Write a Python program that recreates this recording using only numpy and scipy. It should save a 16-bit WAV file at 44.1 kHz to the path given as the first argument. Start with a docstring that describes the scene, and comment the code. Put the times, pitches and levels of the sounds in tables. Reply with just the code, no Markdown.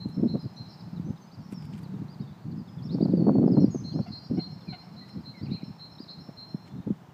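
"""A small bird, probably a tit, repeats a buzzing whistle on the reedy bank of a canal: a frequency-
modulated tone, with a faint high note after it. Songbirds twitter in gliding tones, dry reeds
tick, and a waterbird like a coot clucks three times through its throat resonances; the banks scatter
the calls back. Turbulent gusts buffet the hand-held microphone over the hum of a distant town."""
import sys
import numpy as np
from scipy import signal
from scipy.fft import rfft, irfft
from scipy.io import wavfile
from scipy.ndimage import uniform_filter1d

SR = 44100
rng = np.random.default_rng(int(sys.argv[2]) if len(sys.argv) > 2 else 0)


def store_wav(level_fs):
    """Save 16-bit WAV to argv[1]."""
    pcm = np.round(np.clip(np.atleast_2d(level_fs), -1, 1) * 32767)
    wavfile.write(sys.argv[1], SR, pcm.T.astype(np.int16))


N = 314433
TIME = np.arange(N) / SR


def undb(db):
    """Decibels to amplitude ratio."""
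    return 10 ** (np.asarray(db) / 20)


def unit(x):
    """Normalisation to rms 1."""
    return x / np.sqrt(np.mean(x ** 2))


def add(track, start_s, sound):
    """Superposition: a sound sums into a track from start_s on."""
    i = max(int(start_s * SR), 0)
    track[i:i + len(sound)] += sound[:N - i]


def noise(spectrum, size=N):
    """Spectral shaping: noise of rms 1 that follows (frequency_hz, level_db) points."""
    hz, db = np.transpose(spectrum)
    bins_hz = np.maximum(np.fft.rfftfreq(size, 1 / SR), 1)
    gain = undb(np.interp(np.log(bins_hz), np.log(hz), db))
    return unit(irfft(rfft(rng.standard_normal(size)) * gain, size))


def drift(rate_hz, size=N):
    """Linear interpolation of random values: a smooth drift with a spread near 1."""
    hold = int(SR / rate_hz)
    steps = np.repeat(rng.standard_normal(size // hold + 2), hold)
    return uniform_filter1d(steps, hold)[:size] * np.sqrt(3 / 2)


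def band(x, low_hz, high_hz, order=2):
    """Butterworth band-pass filtering."""
    return signal.sosfilt(signal.butter(order, [low_hz, high_hz], "band", fs=SR, output="sos"), x)


def phase_of(hz):
    """Phase is the time integral of frequency."""
    return 2 * np.pi * np.cumsum(hz) / SR


def note(length_s, edge):
    """Progress u from 0 to 1, and a raised-cosine envelope whose two ramps each take the share edge."""
    u = np.linspace(0, 1, int(length_s * SR))
    return u, np.sin(np.pi / 2 * np.clip(np.minimum(u, 1 - u) / edge, 0, 1)) ** 2


def whistle(length_s, hz, scoop_hz, buzz_hz=226, buzz_index=0.33, flutter=0.17, waver_hz=9):
    """Frequency modulation: a fast buzz in the syrinx puts sidebands on a tone scooping to its pitch."""
    u, swell = note(length_s, edge=0.33)
    buzz = np.sin(phase_of(buzz_hz * (1 + 0.078 * drift(110, len(u)))))
    pitch_hz = hz - scoop_hz * (1 - u) ** 3 + waver_hz * drift(118, len(u))
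    # a note that starts low also starts buzzy, and clears on arrival
    index = buzz_index + scoop_hz / 125 * np.exp(-u / 0.23)
    tone = unit(np.sin(phase_of(pitch_hz) + index * buzz))
    return swell ** 0.47 * (1 + flutter * drift(95, len(u))) * tone


def tit(song_db=-47, echo_db=-14, echo_s=.078, high_after_s=.123, high_ratio=1.282, high_db=-64.5):
    """Multipath propagation: the whistle's direct path fades and swells while its echoes stay even."""
    # the repeated whistle: start_s, length_s, pitch_hz, scoop_from_below_hz, direct_level_db
    whistles = [(0, 0.059, 4140, 61, -48), (0.272, 0.081, 4150, 125, -52.5), (.56, 0.076, 4140, 128, -52),
                (3.836, 0.085, 4200, 21, -45), (4.112, 0.089, 4222, 58, -44),
                (4.389, 0.097, 4200, -7, -41.5), (4.676, .11, 4177, 8, -46), (4.959, 0.1, 4157, 115, -54.5),
                (5.246, .082, 4156, 83, -49.5), (5.511, 0.086, 4160, 142, -46.5),
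                (5.789, .1, 4156, 94, -47.5), (6.077, 0.087, 4180, 170, -45.5),
                (6.364, 0.098, 4168, 19, -46)]
    direct, wall_echo, sung, high = np.zeros((4, N))
    for start_s, length_s, hz, scoop_hz, db in whistles:
        tone = whistle(length_s, hz, scoop_hz)
        add(direct, start_s, undb(db) * tone)
        add(sung, start_s, undb(song_db) * tone)
        add(wall_echo, start_s + echo_s, undb(song_db + echo_db) * tone)
        # a thin high note follows the whistle
        u, swell = note(0.055, edge=0.12)
        thin = unit(np.sin(phase_of(high_ratio * hz + 70 * (.5 - u) + 28 * drift(300, len(u)))))
        add(high, start_s + high_after_s, undb(high_db + 1.5 * rng.standard_normal()) * swell * thin)
    scattered = banks(sung, near_db=-10, far_db=-9, t60_s=0.83)
    scattered += banks(high, near_db=-4.5, far_db=0.5, t60_s=0.65)
    return direct + wall_echo + high + scattered


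def banks(x, near_db, far_db, t60_s, near_s=0.012):
    """Scattering: near stalks answer at once; trees and walls across the water return a long tail."""
    t = TIME[:SR]
    near, far = rng.standard_normal((2, SR))
    near = near * np.exp(-t / near_s)
    far = far * undb(-60 * t / t60_s) * (1 - np.exp(-t / 0.07))
    response = undb(near_db) * unit(near) + undb(far_db) * unit(far)
    return signal.fftconvolve(x, response / np.sqrt(SR))[:N]


def chirp(length_s, start_hz, middle_hz, end_hz, flutter_db=1.5):
    """Frequency sweep: a nearly pure tone arches through three pitches, weaker on its flanks."""
    u, swell = note(length_s, edge=0.034)
    arch = 1 - np.abs(2 * u - 1) ** 2.6
    pitch_hz = start_hz + (end_hz - start_hz) * u + (middle_hz - (start_hz + end_hz) / 2) * arch
    waver_hz = 16 + .055 * np.ptp(pitch_hz)  # wide slides waver more
    tone = unit(np.sin(phase_of(pitch_hz + waver_hz * drift(300, len(u)))))
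    return swell * (0.52 + 0.37 * arch) * undb(flutter_db * drift(150, len(u))) * tone


def chorus(count=170, spread=0.13, droop=.08, direct_db=-6):
    """Reverberant field: random, mostly falling chirps of far birds arrive largely as echoes."""
    # the course of the far chorus: time_s, level_db, centre_pitch_hz
    contour = [(0, -82, 5500), (.75, -61.5, 4840), (1.0, -70.5, 4470), (1.4, -64.5, 5030),
               (2.0, -71.5, 3950), (2.3, -63.5, 3920), (2.7, -75, 4940), (3.3, -78, 4070),
               (3.7, -65.5, 5380), (4.9, -63.5, 4690), (6.4, -82, 4310), (6.8, -67.5, 3370),
               (7.13, -77, 3350)]
    times_s, level_db, centre_hz = np.transpose(contour)
    out = np.zeros(N)
    for k, (offset, stretch, *bends) in enumerate(rng.random((count, 5))):
        start_s = (k + offset) / count * TIME[-1]
        shape = 1 + spread * (2 * np.array(bends) - 1) + droop * np.array([1, 0, -1])
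        pitches_hz = np.interp(start_s, times_s, centre_hz) * shape
        gain = undb(np.interp(start_s, times_s, level_db))
        add(out, start_s, gain * chirp(.02 + 0.02 * stretch, *pitches_hz))
    return undb(direct_db) * out + banks(out, near_db=-6.0, far_db=-5.5, t60_s=0.34)


def wind_level(steady_gain_db=1.5, attack_s=.012, release_s=0.0087):
    """Incoherent addition: the powers of steady flow and brief puffs sum to the wind's level in dB."""
    # the steady wind, with one long gust: time_s, level_db
    steady = [(0.0, -42), (0.26, -43), (0.48, -49), (0.71, -51), (1.01, -47), (1.17, -53), (1.41, -51),
              (1.57, -40.5), (1.87, -41), (2.52, -53), (2.8, -42.5), (3.16, -23.5), (3.45, -21.5),
              (3.55, -26), (3.73, -37), (3.93, -38), (4.11, -52.5), (4.31, -48), (4.53, -41), (4.69, -55.5),
              (5.14, -49.5), (6.31, -54), (6.79, -50.5), (7.13, -53.5)]
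    # separate puffs on top of it: start_s, length_s, level_db
    puffs = [(0.048, 0.042, -35.5), (.17, 0.04, -26), (0.227, 0.037, -20), (0.289, 0.04, -31.5),
             (.338, 0.038, -25), (0.434, 0.031, -31.5), (0.6, 0.02, -36), (.67, 0.017, -42),
             (0.816, 0.068, -41), (0.922, 0.14, -37), (1.06, 0.076, -31), (1.376, 0.038, -38.5),
             (1.71, 0.063, -41), (1.908, 0.14, -35), (2.183, 0.056, -34), (2.25, 0.08, -44),
             (2.446, 0.17, -35), (2.768, 0.18, -38), (2.919, 0.035, -25.5), (3.565, .08, -21),
             (3.938, 0.077, -27), (4.076, 0.063, -38), (4.3, .1, -28), (4.672, 0.061, -36.5),
             (4.862, 0.17, -46.5), (5.148, .045, -33.5), (5.28, 0.017, -39.5), (5.407, .15, -34),
             (5.675, 0.033, -38), (6.171, 0.044, -42), (6.726, 0.075, -36), (6.866, 0.059, -31)]
    power = undb(np.interp(TIME, *np.transpose(steady)) + steady_gain_db) ** 2
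    for start_s, length_s, db in puffs:
        rise = np.clip((TIME - start_s) / attack_s + .5, 0, 1)
        release = np.exp(-np.clip(TIME - start_s - length_s, 0, 1) / release_s)
        power = power + (undb(db) * rise * release) ** 2
    return 10 * np.log10(power)


def wind(gale_from_db=-30, transition_db=2.0):
    """Turbulence: light air only rumbles; a strong gust breaks into smaller, brighter eddies."""
    # spectrum of light air: frequency_hz, level_db
    breeze = [(15, -62.5), (25, -35.5), (38, -37.5), (105, -4.5), (171, 3), (246, -8.5), (450, -31.5),
              (580, -45.5), (990, -120)]
    # spectrum of a strong gust: frequency_hz, level_db
    gale = [(15, -69), (25, -54), (54, -44), (101, -18.5), (139, -2), (189, 4), (257, -1.5), (299, -4),
            (552, -21.5), (584, -24.5), (763, -30), (2400, -81), (3120, -96.5), (5280, -120)]
    gust_db = wind_level()
    gale_share = 1 / (1 + np.exp((gale_from_db - gust_db) / transition_db))
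    flow = np.sqrt(1 - gale_share) * noise(breeze) + np.sqrt(gale_share) * band(noise(gale), 55, 800)
    # the gust sets the rms pressure; eddies only flutter around it
    flow = flow * undb(4.0 * drift(70))
    flow = flow / np.sqrt(uniform_filter1d(flow ** 2, int(.05 * SR)))
    return band(flow * undb(gust_db), 45, 3500)


def town(level_db=-56):
    """Broadband background noise: a far-off hum whose level drifts a little."""
    # spectrum of the distant town and the hiss of the air: frequency_hz, level_db
    hum = [(25, -31), (45, -16), (70, -8), (150, -4), (300, 2.5), (480, -4.5), (850, -1), (1300, -8),
           (2000, -15), (2800, -19.5), (5000, -23), (7000, -27.5), (10000, -35.5), (13000, -33),
           (15000, -30)]
    return noise(hum) * undb(level_db + .5 * drift(1.8))


def buffets(thump_gain_db=-2, cycles=0.84, onset_power=1.53, edge_gain_db=9, edge_s=0.0027):
    """Step response: the microphone's bass cut turns each eddy's pressure step into a swing or two."""
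    # the hardest eddies: start_s, thump_level_db, nominal_pitch_hz, leading_edge_level_db
    eddies = [(.056, -19.5, 194, -58), (.231, -10.5, 217, -55), (.241, -13.5, 283, -53),
              (.351, -19, 180, -36), (0.996, -22, 157, -66), (1.525, -22.5, 188, -59),
              (2.982, -24.5, 210, -46), (3.007, -11.5, 238, -38), (3.025, -8, 226, -40),
              (3.054, -11.5, 201, -35.5), (3.082, -19, 155, -41.5), (3.136, -6, 236, -44),
              (3.216, -22, 240, -48), (3.267, -10.5, 337, -29), (3.28, -9.5, 209, -25.5),
              (3.29, -13, 240, -24.5), (3.352, -13, 260, -33), (3.381, -11.5, 160, -31.5),
              (3.426, -8.5, 220, -35.5), (3.438, -8.5, 240, -34), (3.476, -12, 280, -31),
              (3.518, -9.5, 185, -52), (3.568, -13, 175, -30.5), (3.583, -9.5, 213, -40),
              (3.631, -19, 206, -43), (3.642, -4.5, 225, -43), (3.678, -16, 155, -46.5),
              (3.746, -18, 293, -42), (3.756, -15, 180, -46), (3.957, -16.5, 170, -45),
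              (3.988, -30, 215, -38.5), (4.311, -18.5, 266, -62), (4.384, -16, 174, -47),
              (5.515, -16.5, 168, -58), (5.63, -23.5, 180, -67), (6.002, -28, 230, -58),
              (6.287, -28.5, 175, -48.5), (6.544, -18, 173, -53), (6.873, -19, 263, -50),
              (6.903, -13.5, 206, -54)]
    thumps, edges = np.zeros((2, N))
    t = TIME[:2048]
    for start_s, thump_db, hz, edge_db in eddies:
        age = t * hz / cycles
        pitch_hz = hz * (0.77 + 0.86 * np.exp(-age))  # the swing slows as the eddy passes
        swing = age ** onset_power * np.exp(-2 * age) * np.sin(phase_of(pitch_hz))
        add(thumps, start_s, undb(thump_db + thump_gain_db) * swing / np.abs(swing).max())
        edge = band(rng.standard_normal(len(t)) * t * np.exp(-t / edge_s), 350, 685)
        add(edges, start_s, undb(edge_db + edge_gain_db) * edge / np.abs(edge).max())
    return band(thumps, 79, 680) + band(edges, 190, 1250, order=3)


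def reeds(decay_s=0.0012, snap_db=-6, scrape_db=-23, scrape_s=0.019):
    """Friction and sudden release: dry stalks scrape as they bend and snap in a heavily damped burst."""
    # dry reeds ticking: time_s, level_db, relative_treble_db
    ticks = [(0.089, -61, 7.5), (0.4294, -62, 1), (1.5256, -40.5, -5), (1.529, -58, -7), (1.623, -45, -16),
             (1.653, -44.5, -6), (1.735, -38.5, -32), (1.7534, -48, -16), (1.7777, -42, -9.5),
             (1.831, -51, 0), (5.092, -43.5, -13), (6.676, -41, -22)]
    # spectrum of a tick: frequency_hz, level_db
    tick_spectrum = [(590, -32), (1000, -1), (1270, -1), (2500, 2), (5470, -13), (5920, -15), (7770, -10.5),
                     (15000, -49)]
    out, t = np.zeros(N), TIME[:4096]
    lead_s = t[-1] / 2
    age = np.maximum(t - lead_s, 0) / decay_s
    snap = undb(snap_db) * age * np.exp(-age)
    for time_s, db, treble_db in ticks:
        body = noise(tick_spectrum, size=len(t))
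        treble = undb(treble_db) * unit(band(rng.standard_normal(len(t)), 5000, 13000))
        scrape = undb(scrape_db + 4.3 * drift(300, len(t))) * np.exp(-((t - lead_s) / scrape_s) ** 2)
        add(out, time_s - lead_s, undb(db) * (body + treble) * (snap + scrape))
    return out


def songbirds(run_start_s=5.455, run_step_s=0.049, run_note_s=.047, run_db=-61.5, trill_hz=120):
    """Frequency modulation: songbirds glide in pitch for slurs, and shake it unevenly for trills."""
    # falling slurs, rising slurs and arched chirps: start_s, length_s, nominal_pitch_hz, level_db
    falls = [(.715, 0.042, 5800, -65), (.805, 0.015, 4480, -62), (.961, 0.023, 4330, -61.5),
             (1.16, 0.019, 4330, -63.5), (1.835, 0.024, 4940, -60), (2.125, .025, 5320, -63),
             (2.512, 0.017, 4980, -63), (2.674, .024, 3950, -65.5), (2.779, 0.025, 3830, -63.5),
             (3.101, 0.018, 4620, -63.5), (3.472, .021, 5500, -59), (3.515, 0.029, 5560, -53.5),
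             (3.602, 0.062, 5850, -54), (3.916, .02, 3650, -61.5), (4.609, .022, 3920, -65)]
    rises = [(.786, .04, 3900, -62.5), (2.197, 0.026, 4030, -60.5), (2.892, 0.03, 3520, -55),
             (3.893, 0.07, 4050, -57), (4.356, 0.03, 4370, -57.5), (4.423, 0.03, 3100, -62),
             (5.503, .04, 3800, -57)]
    arches = [(.689, 0.053, 5200, -70), (1.311, 0.048, 4960, -63), (2.08, .07, 4970, -62.5),
              (2.821, 0.06, 5600, -57.5), (2.918, .041, 4880, -57), (3.009, 0.048, 4910, -52),
              (5.411, .062, 4960, -55.5), (5.982, 0.064, 5000, -53), (6.1, .025, 5400, -58)]
    # held notes, including the soft first whistle of the tit's long series at 3.55 s:
    # start_s, length_s, start_hz, end_hz, level_db
    held = [(0.391, 0.068, 5020, 4800, -59), (0.557, 0.036, 6080, 5720, -65.5),
            (1.045, .085, 5900, 6400, -68.5), (1.205, 0.055, 6330, 6100, -66),
            (1.541, 0.057, 5570, 5070, -57), (1.606, 0.06, 5060, 4640, -65),
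            (2.568, 0.049, 5300, 4620, -65), (2.679, .075, 5150, 5000, -66.5),
            (3.166, 0.051, 4780, 4320, -57), (3.204, .2, 4420, 4380, -62.5),
            (3.551, .093, 4200, 4220, -57.5), (3.704, .11, 6730, 6110, -53.5),
            (4.672, 0.042, 2490, 2250, -58), (5.012, 0.042, 1973, 1970, -60),
            (5.336, 0.076, 2245, 1950, -60.5)]
    # the dipping note of one low run: start_hz, bottom_hz, end_hz
    run_dip = (3400, 2330, 3500)
    # buzzy calls: start_s, length_s, start_hz, end_hz, depth_hz, level_db
    trills = [(0.699, 0.054, 5100, 4900, 420, -59.5), (2.913, 0.041, 4620, 5120, 381, -56),
              (4.005, 0.051, 4200, 4410, 169, -57), (4.056, 0.1, 4820, 4850, 110, -61.5),
              (4.141, 0.15, 4820, 4770, 119, -59)]
    # start, middle and end of a syllable, as ratios to its nominal pitch
    fall_shape, rise_shape, arch_shape = (0.96, .9, .78), (0.99, 1.14, 1.33), (0.71, 0.97, .79)
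    out = np.zeros(N)
    for syllables, shape in (falls, fall_shape), (rises, rise_shape), (arches, arch_shape):
        for start_s, length_s, hz, db in syllables:
            add(out, start_s, undb(db) * chirp(length_s, *hz * np.array(shape)))
    for start_s, length_s, start_hz, end_hz, db in held:
        add(out, start_s, undb(db) * chirp(length_s, start_hz, (start_hz + end_hz) / 2, end_hz))
    for k in range(4):
        add(out, run_start_s + k * run_step_s, undb(run_db) * chirp(run_note_s, *run_dip))
    for start_s, length_s, start_hz, end_hz, depth_hz, db in trills:
        u, swell = note(length_s, edge=0.16)
        shake_hz = trill_hz * (1 + 0.26 * drift(150, len(u)))
        shake = np.sin(phase_of(shake_hz)) + 0.46 * drift(400, len(u))
        pitch_hz = start_hz + (end_hz - start_hz) * u + depth_hz * shake
        add(out, start_s, undb(db) * swell * unit(np.sin(phase_of(pitch_hz))))
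    return out + banks(out, near_db=-7.5, far_db=-7.0, t60_s=0.64)


def coot(fall=0.085, jitter=0.042):
    """Source and filter: throat resonances shape falling, slightly hoarse harmonics into clucks."""
    # the clucks: start_s, length_s, pitch_hz, level_db, overtone_gain_db
    clucks = [(4.058, 0.034, 705, -49, -10), (4.369, 0.039, 719, -48.5, -7.5),
              (4.722, 0.0314, 720, -46, -3)]
    # resonances of the throat: centre_hz, width_hz, gain_db
    formants = [(720, 310, 1), (2270, 460, 2), (2920, 350, -16)]
    out = np.zeros(N)
    for start_s, length_s, hz, db, overtone_db in clucks:
        u, swell = note(length_s, edge=0.19)
        phase = phase_of(hz * (1 + fall * (.5 - u) + jitter * drift(760, len(u))))
        voice = 0
        for k in range(1, 6):
            throat = sum(undb(gain_db) / np.hypot(1, 2 * (k * hz - centre_hz) / width_hz)
                         for centre_hz, width_hz, gain_db in formants)
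            voice = voice + throat * undb(overtone_db * (k > 1)) * np.sin(k * phase)
        add(out, start_s, undb(db) * swell * unit(voice))
    return out + banks(out, near_db=-4.5, far_db=-9.5, t60_s=0.9)


def scene():
    """Superposition: birds, reeds, wind and town sum at one microphone."""
    waterside = coot() + reeds()
    return (tit() + songbirds() + chorus() + waterside + wind() + buffets() + town())[None]


def record(dry):
    """Band limiting: a steep low-pass filter cuts the highest treble."""
    top_hz = 15350
    return signal.sosfilt(signal.ellip(10, .2, 80, top_hz, fs=SR, output="sos"), dry)


dry = scene()
out = record(dry)
store_wav(out)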